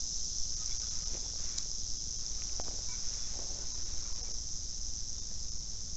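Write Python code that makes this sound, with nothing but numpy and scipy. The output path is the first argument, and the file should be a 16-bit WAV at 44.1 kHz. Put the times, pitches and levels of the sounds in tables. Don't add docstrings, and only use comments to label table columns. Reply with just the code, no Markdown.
import sys
import numpy as np
from scipy import signal
from scipy.fft import rfft, irfft, next_fast_len
from scipy.io import wavfile
from scipy.ndimage import uniform_filter1d

SR = 44100
rng = np.random.default_rng(int(sys.argv[2]) if len(sys.argv) > 2 else 0)


def persist_wave(psi):
    counts = np.round(np.clip(psi, -1, 1) * 32767).astype(np.int16)
    wavfile.write(sys.argv[1], SR, np.atleast_2d(counts).T)


def level_to_linear(level):
    exponent = np.asarray(level, float) / 20
    return 10 ** exponent


N = 262836

# time in seconds, half swings per second.
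TAIL_BEAT = [(0.0, 116.94), (0.77, 115.04), (1.01, 117.5), (1.26, 113.98), (1.8, 117.63), (2.29, 114.99),
             (2.84, 122.32), (3.04, 119.19), (3.72, 120.61), (4.15, 115.63), (4.64, 117.13), (4.79, 114.97),
             (5.29, 113.4), (5.96, 108.91)]
# share of the swing [0-1], level in dB.
TAIL_TURNS = [
    (.02, 2.1),
    (.527, 4.1),
]
# time in seconds, level in dB, part under 4.5 kHz in dB over its mean (microphone aim).
RATTLE_LEVEL = [(0, -38, -1), (.9, -39, 1), (1.4, -40, 0.9), (2.3, -40.5, 0), (2.9, -39.5, 0),
                (3.4, -40.5, .8), (4, -42, 1.5), (4.6, -41.5, -1.5), (5.96, -43.5, -0.1)]
# frequency in Hz, level in dB per Hz.
HORN_COLOUR = [(1500, -61), (2800, -34), (3350, -23), (3850, -18.5), (4500, -16.5), (4900, -10),
               (5250, -1.5), (5600, -3.5), (5940, -1), (6300, -2.5), (6900, -11.5), (7400, -15),
               (7750, -23.5), (8300, -43.5)]
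# start in seconds, length in seconds, stalk hiss in dB,
# cloth rub in dB against the hiss.
MOVES = [
    (0.453, 0.78, -62, -5),
    (1.011, .35, -66, 5.5),
    (1.349, 0.34, -59.5, -5.5),
    (2.1, 0.75, -66, 0.5),
    (2.494, 0.41, -68, 6),
    (2.752, 0.77, -61, -4.5),
    (3.286, .42, -67, 10),
    (3.497, 0.96, -63, -1),
]
# frequency in Hz, level in dB per Hz.
STALK_COLOUR = [(500, -28.5), (1000, -3.5), (1350, -0.6), (1800, -3), (2400, -4), (3200, -7.5),
                (5000, -13.5), (8000, -16.5)]
# frequency in Hz, level in dB per Hz.
CLOTH_COLOUR = [(120, -23.5), (250, 3), (400, 2.2), (650, -0.5), (900, -3), (1500, -22.5)]
# time in seconds, peak in dB, pitch in Hz.
KNOCKS = [(1.135, -46, 330), (1.146, -44, 330), (1.152, -41, 497), (1.172, -47.5, 468), (1.336, -51.5, 665),
          (1.357, -51.5, 587), (1.398, -50, 514), (1.443, -50, 584), (1.658, -51, 503), (2.598, -31.5, 670),
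          (2.67, -47, 600), (2.679, -46.5, 1150), (2.683, -40, 471), (2.71, -45, 581), (2.739, -50, 506),
          (2.789, -47.5, 584), (3.39, -41, 480), (3.398, -44, 420), (3.422, -46, 700), (3.5, -54, 720),
          (3.53, -53, 708), (3.588, -48.5, 635), (3.639, -51.5, 810), (4.289, -47, 487), (4.31, -51, 490),
          (5.315, -51, 452)]
# time in seconds, peak in dB, pitch in Hz.
STALK_TICKS = [(1.127, -46, 1400), (1.14, -41, 2220), (1.1595, -42, 2500), (1.298, -49, 1500),
               (1.357, -49, 1400), (1.398, -50, 1500), (2.349, -50, 2290), (2.418, -35, 2400),
               (2.4923, -41.5, 2530), (3.1272, -45, 2690), (3.642, -50, 2710)]
# start in seconds, length in seconds, peak in dB, pitch in Hz.
STRAP_CREEPS = [
    (2.64, .16, -53.5, 750),
    (3.349, .1, -49, 700),
    (3.46, .16, -56, 720),
    (4.009, .1, -56.5, 1330),
    (4.055, .03, -55, 1350),
    (4.15, .1, -60, 1090),
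]
# time in seconds, peak in dB.
SNAP_CLACKS = [
    (1.5815, -21),
    (1.5827, -27),
    (1.5842, -17.5),
    (1.5852, -17.5),
    (1.5861, -29),
]
# frequency in Hz, level in dB per Hz.
SNAP_COLOUR = [(2000, -56), (3300, -14), (3900, -1.5), (5000, 1.5), (6500, 5.5), (7200, 2), (7800, -17),
               (8300, -47)]
LOW, SECOND, THIRD, FOURTH, FIFTH, TOP = 986, 1259, 1500, 2150, 2303, 3459
# start in seconds, length in seconds, mode in Hz, level in dB.
SWIVEL_SQUEAKS = [(0.591, .065, SECOND, -66), (.685, .05, FIFTH, -65.5), (.695, .035, FOURTH, -66.5),
                  (.69, .058, TOP, -63), (0.821, .05, SECOND, -69), (.83, 0.11, TOP, -61.5),
                  (.82, 0.036, THIRD, -67), (.9, .09, LOW, -71), (.92, .05, SECOND, -66),
                  (1.02, 0.046, SECOND, -63.5), (1.098, 0.25, TOP, -65.5), (1.501, .09, TOP, -65),
                  (1.519, 0.086, FIFTH, -67), (2.362, .08, SECOND, -69), (2.881, 0.066, LOW, -61),
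                  (2.876, 0.098, FIFTH, -60.5), (2.91, .067, THIRD, -66), (2.93, 0.032, FOURTH, -65),
                  (3.17, 0.11, TOP, -62), (3.55, 0.14, THIRD, -71.5), (3.706, 0.052, LOW, -64.5),
                  (4.04, .042, FIFTH, -69), (4.238, .05, FIFTH, -71)]
# frequency in Hz, level in dB per Hz.
AIR_COLOUR = [(1, -6.5), (5, -1), (12, -3), (30, -14), (60, -20.5), (130, -29.5), (300, -40.5),
              (650, -52.5), (1500, -57), (2300, -67), (5000, -53.5), (7800, -66.5), (8400, -94)]
# middle in seconds, level left of the weak partials in dB,
# frequency in Hz and level in dB of the partial held steady.
PATCHES = [(.557, -18, 4600, -68), (.788, -44, 4450, -61), (0.898, -16, 4170, -57),
           (1.047, -15, 1251, -61.5), (1.987, -19, 3350, -64), (2.176, -21, 3270, -66),
           (2.626, -21, 714, -59), (3.735, -17, 3970, -59), (3.844, -14, 346, -62.5),
           (4.14, -17, 1074, -68), (4.225, -14, 478, -60), (4.225, -0.5, 739, -62.5),
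           (4.332, -15, 443, -62.5), (5.207, -18, 3650, -64), (5.508, -36, 4500, -70),
           (5.59, -18, 4540, -70)]


def evened(x):
    return x / np.sqrt(np.mean(x ** 2) + 1e-20)


def read(points, hz):
    f, value = np.transpose(points)
    return np.interp(np.log(hz + 0.086), np.log(f + 0.083), value)


def curve(rows, column=1):
    rows = np.transpose(rows)
    return np.interp(np.arange(N) / SR, rows[0], rows[column])


def add(mix, s, sound):
    part = mix[round(s * SR):][:len(sound)]
    part += sound[:len(part)]


def coloured(x, points):
    size = next_fast_len(len(x))
    gain = level_to_linear(read(points, np.fft.rfftfreq(size, 1 / SR)))
    return evened(irfft(rfft(x, size) * gain, size)[:len(x)])


def causal(db):
    log = np.log(level_to_linear(np.maximum(np.r_[db, db[-2:0:-1]], -100)))
    return np.fft.ifft(np.exp(log - 1j * signal.hilbert(log).imag)).real[:1024]


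def grains(per_s, spread_db):
    size = level_to_linear(spread_db * np.minimum(rng.exponential(1, N), 3.2)) * rng.choice([-1., 1.], N)
    return size * (rng.random(N) < per_s / SR)


def ring(hz, t60_s, rise_s=.0001):
    t = np.arange(1500) / SR
    x = np.sin(2 * np.pi * hz * t) * level_to_linear(-60 * t / t60_s) * (1 - np.exp(-(t / rise_s) ** 2))
    return x / abs(x).max()


def tone(hz, db, length_s, taper):
    t = np.arange(0, length_s, 1 / SR)
    return np.sqrt(2) * level_to_linear(db) * np.sin(2 * np.pi * hz * t) * signal.windows.tukey(len(t), taper)


def swing_db(swing, hold=.05):
    settle, slack, gather, wait = (.1, -2.8), (.18, -4.4), (.32, .4), (-.085, .4)
    rows = []
    for at, db in TAIL_TURNS:
        rows += [(at - hold / 2, db), (at + hold / 2, db)]
        rows += [(at + shift, level) for shift, level in (settle, slack, gather, wait)]
    share, db = np.transpose(rows)
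    return np.interp(swing, share, db, period=1)


def rattle(per_s=8000, spread_db=2.0, bump_db=13, bump_hz=300, scatter_db=-5, scatter_t60_s=0.045, count=32):
    swing = (.157 + np.cumsum(curve(TAIL_BEAT)) / SR / 2) % 1
    clatter_db = swing_db(swing)
    clacks = grains(per_s * level_to_linear(clatter_db / 2), spread_db) * level_to_linear(clatter_db)
    contact = rng.integers(0, count, N)
    hz = np.fft.rfftfreq(2048, 1 / SR)
    paths = rng.standard_normal((count, 1500)) * level_to_linear(-60 * np.arange(1500) / SR / scatter_t60_s)
    paths *= level_to_linear(scatter_db) / np.linalg.norm(paths, axis=1)[:, None]
    paths[:, 0] = 1
    out = np.zeros(N)
    for k, own_hz in enumerate(np.linspace(2600, 8300, count)):
        bump = bump_db / (1 + ((hz - own_hz) / bump_hz) ** 2)
        clack = signal.fftconvolve(causal(read(HORN_COLOUR, hz) + bump), paths[k])
        out += signal.oaconvolve(clacks * (contact == k), clack)[:N]
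    dull = signal.sosfiltfilt(signal.butter(4, 4500, fs=SR, output="sos"), out)
    aimed = out + (level_to_linear(curve(RATTLE_LEVEL, column=2)) - 1) * dull
    return level_to_linear(curve(RATTLE_LEVEL)) * evened(aimed)


def moving(still_db, rub_share):
    power = np.full(N, level_to_linear(still_db) ** 2)
    for s, length_s, db, rub_db in MOVES:
        swell = signal.windows.tukey(round(length_s * SR), 0.63)
        add(power, s, level_to_linear(db + rub_share * rub_db) ** 2 * swell)
    return np.sqrt(power)


def rustle(noise_share=0.57):
    clumps = level_to_linear(3.3 * evened(uniform_filter1d(rng.standard_normal(N), 500)))
    grain_share = 1 - noise_share
    hiss = noise_share * rng.standard_normal(N) + grain_share * evened(grains(900 * clumps, 4.8))
    rub = noise_share * rng.standard_normal(N) + grain_share * evened(grains(260 * clumps, 4.0))
    stalks = moving(-70, 0) * coloured(hiss, STALK_COLOUR)
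    cloth = moving(-67, 0.93) * coloured(rub, CLOTH_COLOUR)
    return stalks + cloth


def gear_knocks(ring_s=0.0069, tick_db=-17.5):
    out = np.zeros(N)
    for s, db, hz in KNOCKS:
        rise_s = 0.000068 * level_to_linear(-.6 * (db + 34))
        thud = level_to_linear(db + 6.0) * ring(hz, ring_s, rise_s)
        tick = level_to_linear(db + tick_db) * ring(1400, 0.0017)
        add(out, s + .001, thud + tick)
    return out


def stalk_ticks():
    out = np.zeros(N)
    for s, db, hz in STALK_TICKS:
        add(out, s + 0.003, level_to_linear(db) * ring(hz, 0.0027))
    return out


def creep(length_s, db, hz, per_s=60, spread_db=-1, detune=.12, sag_per_s=2.54):
    count = int(length_s * per_s) + 1
    ring_s = 7 / 600 * (hz / 600) ** .6
    out = np.zeros(round(length_s * SR) + 1500)
    for k, (late, size, tune) in enumerate(rng.uniform(-1, 1, (12, 3))[:count]):
        own_hz = hz * (1 + detune * tune) * np.exp(-sag_per_s * k / per_s)
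        creak = level_to_linear(db + spread_db * size) * ring(own_hz, ring_s, 0.0022)
        add(out, (k + 0.403 + 0.405 * late) / per_s, creak)
    return out


def strap_creaks():
    out = np.zeros(N)
    for s, length_s, db, hz in STRAP_CREEPS:
        add(out, s, creep(length_s, db, hz))
    return out


def snap():
    out = np.zeros(N)
    crack = causal(read(SNAP_COLOUR, np.fft.rfftfreq(2048, 1 / SR)))
    for s, db in SNAP_CLACKS:
        add(out, s, level_to_linear(db) * crack / abs(crack).max())
    return out


def swivel_squeaks():
    out = np.zeros(N)
    drift = uniform_filter1d(uniform_filter1d(rng.standard_normal(N), 400), 400)
    grip = level_to_linear(3.0 * evened(drift))
    for s, length_s, hz, db in SWIVEL_SQUEAKS:
        squeak = tone(hz, db, length_s, 0.51)
        add(out, s, squeak * grip[round(s * SR):][:len(squeak)])
    return out


def wind():
    return level_to_linear(-40) * coloured(rng.standard_normal(N), AIR_COLOUR)


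def circuit(height_db=-39.5, edge_hz=190, leak_hz=6):
    per_s, first_s, length_s = 21.002, .0252, 1 / 126
    phase = (np.arange(N) / SR - first_s) * per_s % 1
    square = (phase < length_s * per_s) * level_to_linear(height_db)
    rounded = signal.sosfiltfilt(signal.butter(2, edge_hz, fs=SR, output="sos"), square - square.mean())
    return signal.lfilter(*signal.butter(1, leak_hz, "high", fs=SR), rounded)


def scene():
    handling = gear_knocks() + stalk_ticks() + strap_creaks() + snap() + swivel_squeaks()
    mono = rattle() + rustle() + handling + wind() + circuit()
    return np.tile(mono, (2, 1))


def patched(x, size=1764, patch_s=.013, keep_db=-17):
    out, window = x.copy(), np.hanning(size)
    hz = np.fft.rfftfreq(size, 1 / SR)
    t = (np.arange(size) - size // 2) / SR
    fade = np.clip((patch_s / 2 + .005 - abs(t)) / .008, 0, 1)
    for s, left_db, *_ in PATCHES:
        first = round(s * SR) - size // 2
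        z = rfft(x[first:first + size] * window)
        is_weak = abs(z) < level_to_linear(keep_db) * abs(z[hz > 4000]).max()
        weak = irfft(z * is_weak, size) / np.maximum(window, .1)
        add(out, first / SR, (level_to_linear(left_db) - 1) * fade * weak)
    return out


def held_tones(x):
    for s, _, hz, db in PATCHES:
        add(x, s - .018, tone(hz, db, 0.041, 0.53))
    return x


def top_cut(x):
    return signal.sosfilt(signal.butter(12, 8265, fs=SR, output="sos"), x)


def record(dry):
    x = held_tones(patched(dry[0]))
    band_limit = signal.firwin(201, 8050, window=("kaiser", 7), fs=SR)
    x = signal.oaconvolve(x, band_limit, "same")
    offset = .0077
    return top_cut(np.tile(x + offset, (2, 1)))


dry = scene()
out = record(dry)
persist_wave(out)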